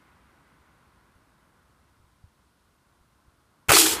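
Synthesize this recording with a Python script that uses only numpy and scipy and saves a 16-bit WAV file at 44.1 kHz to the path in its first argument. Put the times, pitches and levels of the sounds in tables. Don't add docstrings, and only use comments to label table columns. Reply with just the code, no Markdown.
import sys
import numpy as np
from scipy import signal
from scipy.fft import rfft, irfft, next_fast_len
from scipy.io import wavfile
from scipy.ndimage import map_coordinates

SR = 44100
rng = np.random.default_rng(int(sys.argv[2]) if len(sys.argv) > 2 else 0)


def generate_wav(sig):
    pcm = np.round(np.clip(np.atleast_2d(sig).T, -1, 1) * 32767).astype(np.int16)
    wavfile.write(sys.argv[1], SR, pcm)


N = 176400
T = np.arange(N) / SR
TEAR_S, JET_S, FIRE_S = 3.6845, 3.6917, 3.72


def rupture():
    # t/s, body level/dB, edge level/dB, t60/s
    cracks = [(3.6917, -11, -24, 0.089), (3.704, -14, -23, 0.13), (3.7168, -9.5, -9.5, 0.039)]
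    # f/Hz, level/dB
    body_colour = [(25, -19), (55, -15), (95, -2), (150, -2), (200, -2.5), (255, -20), (340, -4.5),
                   (500, -1), (680, -6), (900, -4), (1350, 1.5), (1750, -8), (2450, -3.5), (4000, -20)]
    # f/Hz, level/dB
    edge_colour = [(1500, -35), (3500, -12), (8000, 10.5), (12000, 6), (15500, 8)]
    tear = strike(TEAR_S, rise=0.0011, t60=0.2)
    body, edge = amp(-25) * tear, amp(-28.5) * tear
    for start, body_db, edge_db, t60 in cracks:
        blow = strike(start, rise=0.00027, t60=t60)
        body = np.hypot(body, amp(body_db) * blow)
        edge = np.hypot(edge, amp(edge_db) * blow)
    return body * noise(body_colour) + edge * noise(edge_colour)


def jet():
    # t/s, relative level/dB
    outflow = [(3.692, -20.5), (3.716, -20.5), (3.742, -14.5), (3.765, -14.5), (3.788, -13.5),
               (3.815, -14.5), (3.835, -19.5), (3.865, -19.5), (3.895, -24), (3.94, -25.5), (3.965, -35),
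               (4.0, -52)]
    # f/Hz, level/dB
    spray_colour = [(1500, -2.5), (2400, 1), (3400, -4.5), (4400, -0.5), (6000, -3), (8000, 0), (11000, -7),
                    (13500, -8), (15500, -17)]
    # f/Hz, level/dB
    gas_colour = [(1500, -9), (2100, -10), (3000, 1), (4000, -2.5), (4900, -0.5), (6100, -3), (7500, 2),
                  (9500, -1), (12000, -2.5), (15500, -13.5)]
    thins_s, crossfade_s = 3.775, 0.0049
    gas_share = (1 + np.tanh((T - thins_s) / crossfade_s)) / 2
    rush = np.sqrt(1 - gas_share) * noise(spray_colour) + np.sqrt(gas_share) * noise(gas_colour)
    sputter = amp(-8) * unit(noise(gas_colour) * amp(5.5 * wobble(rate=1200)))
    level_db = curve(outflow) - 0.71 + 1.2 * wobble(rate=250)
    return (rush + sputter) * ramp(JET_S, length=0.0018) * amp(level_db)


def fireball():
    # f/Hz, level/dB
    roar_colour = [(200, -14), (450, 3.5), (580, -9.5), (820, 2.5), (1000, -1.5), (1450, -0.5),
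                   (1700, -4.5), (2500, -5.5), (4000, -15)]
    # t/s, level/dB, f/Hz, width/Hz
    flare_ups = [(3.756, -20, 420, 500), (3.765, -13, 1170, 300), (3.856, -22, 1500, 110)]
    # f/Hz, level/dB
    flame_colour = [(25, -42), (70, 1), (110, -12), (190, -9.5), (300, -20)]
    attack_s = 0.0036
    flash = amp(-25.5) * strike(FIRE_S, rise=attack_s, t60=1.39)
    swell = amp(-34.5) * ramp(3.94, length=0.019)
    roar = noise(roar_colour) * np.hypot(flash, swell) * amp(2 * wobble(rate=130))
    flares = sum(amp(db) * strike(start, rise=0.0019, t60=0.058) * resonating([(hz, width, 0)])
                 for start, db, hz, width in flare_ups)
    flame = amp(-46.5) * noise(flame_colour) * ramp(FIRE_S, length=attack_s)
    return roar + flares + flame


def ringing():
    # f/Hz, width/Hz, relative level/dB
    hollow_modes = [(314, 16.8, 1.5), (345.4, 26.3, 0), (384, 41, -4), (430, 51, -8.5)]
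    # f/Hz, width/Hz, relative level/dB
    steel_modes = [(2008, 17, -3), (2408, 24, 0.5), (3340, 41, 0.5), (3460, 42, -6), (4210, 37, -1),
                   (4320, 29, -4), (5380, 30, -6)]
    hollow = amp(-20) * strike(FIRE_S, rise=0.0056, t60=0.79) * resonating(hollow_modes)
    steel = amp(-26) * strike(FIRE_S, rise=0.0049, t60=0.88) * resonating(steel_modes)
    return hollow + steel


def whistle():
    pitch_hz, width_hz = 4330, 95
    progress = ramp(3.737, length=0.03)
    arch = 2 * np.sqrt(progress * (1 - progress))
    return amp(-19) * arch * resonating([(pitch_hz, width_hz, 0)])


def brief_dip():
    start_s, length_s, depth_db = 3.7116, 0.0055, -11
    release = np.clip((start_s + length_s - T) / 0.0003, 0, 1)
    return amp(depth_db * ramp(start_s, length=0.0006) * release)


def yard(x):
    tail = rng.standard_normal(N) * strike(0, rise=0.012, t60=0.5)
    return x + amp(-25) * signal.fftconvolve(x, tail / np.linalg.norm(tail))[:N]


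def bumps():
    # t/s, level/dB, f/Hz
    thuds = [(1.157, -50, 80), (1.225, -51, 85), (2, -48, 77), (2.041, -49.5, 80), (2.239, -37, 88),
             (2.275, -49, 75), (2.489, -68, 55), (3.009, -51, 60.4), (3.279, -46.5, 84)]
    return sum(amp(db) * strike(start, rise=0.0018, t60=0.063) * np.sin(2 * np.pi * hz * (T - start))
               for start, db, hz in thuds)


def traffic():
    # t/s, relative level/dB
    contour = [(0, -62), (.9, -64.5), (1.6, -66), (2.4, -70.5), (3.65, -67.5)]
    # f/Hz, level/dB
    road_colour = [(90, -7), (150, -1), (280, -3.5), (430, -9.5), (780, -9.5), (1060, -2.5), (1220, -6.5),
                   (1480, -4.5), (1820, -12.5), (2020, -9), (2300, -14), (3400, -21.5), (7000, -35)]
    crossover_hz, treble_db_per_s = 1770, -3
    road = noise(road_colour)
    lows = filtered(road, lambda hz: 1 / (1 + (hz / crossover_hz) ** 8))
    treble = (road - lows) * amp(treble_db_per_s * T)
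    return (lows + treble) * amp(curve(contour) + 1 + 0.35 * wobble(rate=7.58))


def outdoor_bed():
    # f/Hz, level/dB
    rumble_colour = [(12, -55), (20, -26), (64, 1), (139, -8), (244, -17.5), (269, -19), (350, -14.5),
                     (460, -44), (770, -120)]
    # f/Hz, level/dB
    hiss_colour = [(300, 8), (2000, 0), (4000, 0), (7400, -5.5), (8500, -2.5), (11500, -5), (15000, -13)]
    rumble_db_per_s = -1
    rumble = noise(rumble_colour) * amp(-67 + rumble_db_per_s * T + 1.2 * wobble(rate=21))
    return rumble + amp(-72) * noise(hiss_colour)


def amp(db):
    return 10 ** (np.asarray(db) / 20)


def unit(x):
    return x / np.sqrt(np.mean(x ** 2) + 1e-20)


def curve(rows):
    return np.interp(T, *np.transpose(rows))


def ramp(start, length):
    return np.clip((T - start) / length, 0, 1)


def strike(start, rise, t60):
    t = np.maximum(T - start, 0)
    return (1 - np.exp(-t / rise)) * np.exp(-np.log(1000) * t / t60)


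def wobble(rate):
    return map_coordinates(rng.standard_normal(int(N * rate / SR) + 4), [T * rate])


def filtered(x, response):
    size = next_fast_len(N + SR // 2)
    return irfft(rfft(x, size) * response(np.fft.rfftfreq(size, 1 / SR)), size)[:N]


def noise(colour):
    f, db = np.transpose(colour)

    def response(hz):
        roll_off = np.sqrt((1 + (f[0] / 2 / (hz + 1)) ** 4) * (1 + (hz / f[-1] / 2) ** 4))
        return amp(np.interp(np.log(hz + 1), np.log(f), db)) / roll_off
    return unit(filtered(rng.standard_normal(N), response))


def resonating(modes):
    def response(hz):
        return sum((-1) ** k * amp(db) * 1j * hz * width / (centre ** 2 - hz ** 2 + 1j * hz * width)
                   for k, (centre, width, db) in enumerate(modes))
    return unit(filtered(rng.standard_normal(N), response))


def scene():
    burst = yard(rupture() + jet() + fireball() + ringing() + whistle()) * brief_dip()
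    return (burst + bumps() + traffic() + outdoor_bed())[None]


def record(dry):
    ceiling, top_hz = 0.9, 15500
    rounded = dry[0] / (1 + np.abs(dry[0] / ceiling) ** 6) ** (1 / 6)
    return filtered(rounded, lambda hz: (1 - np.tanh((hz - top_hz) / 110)) / 2)[None]


dry = scene()
out = record(dry)
generate_wav(out)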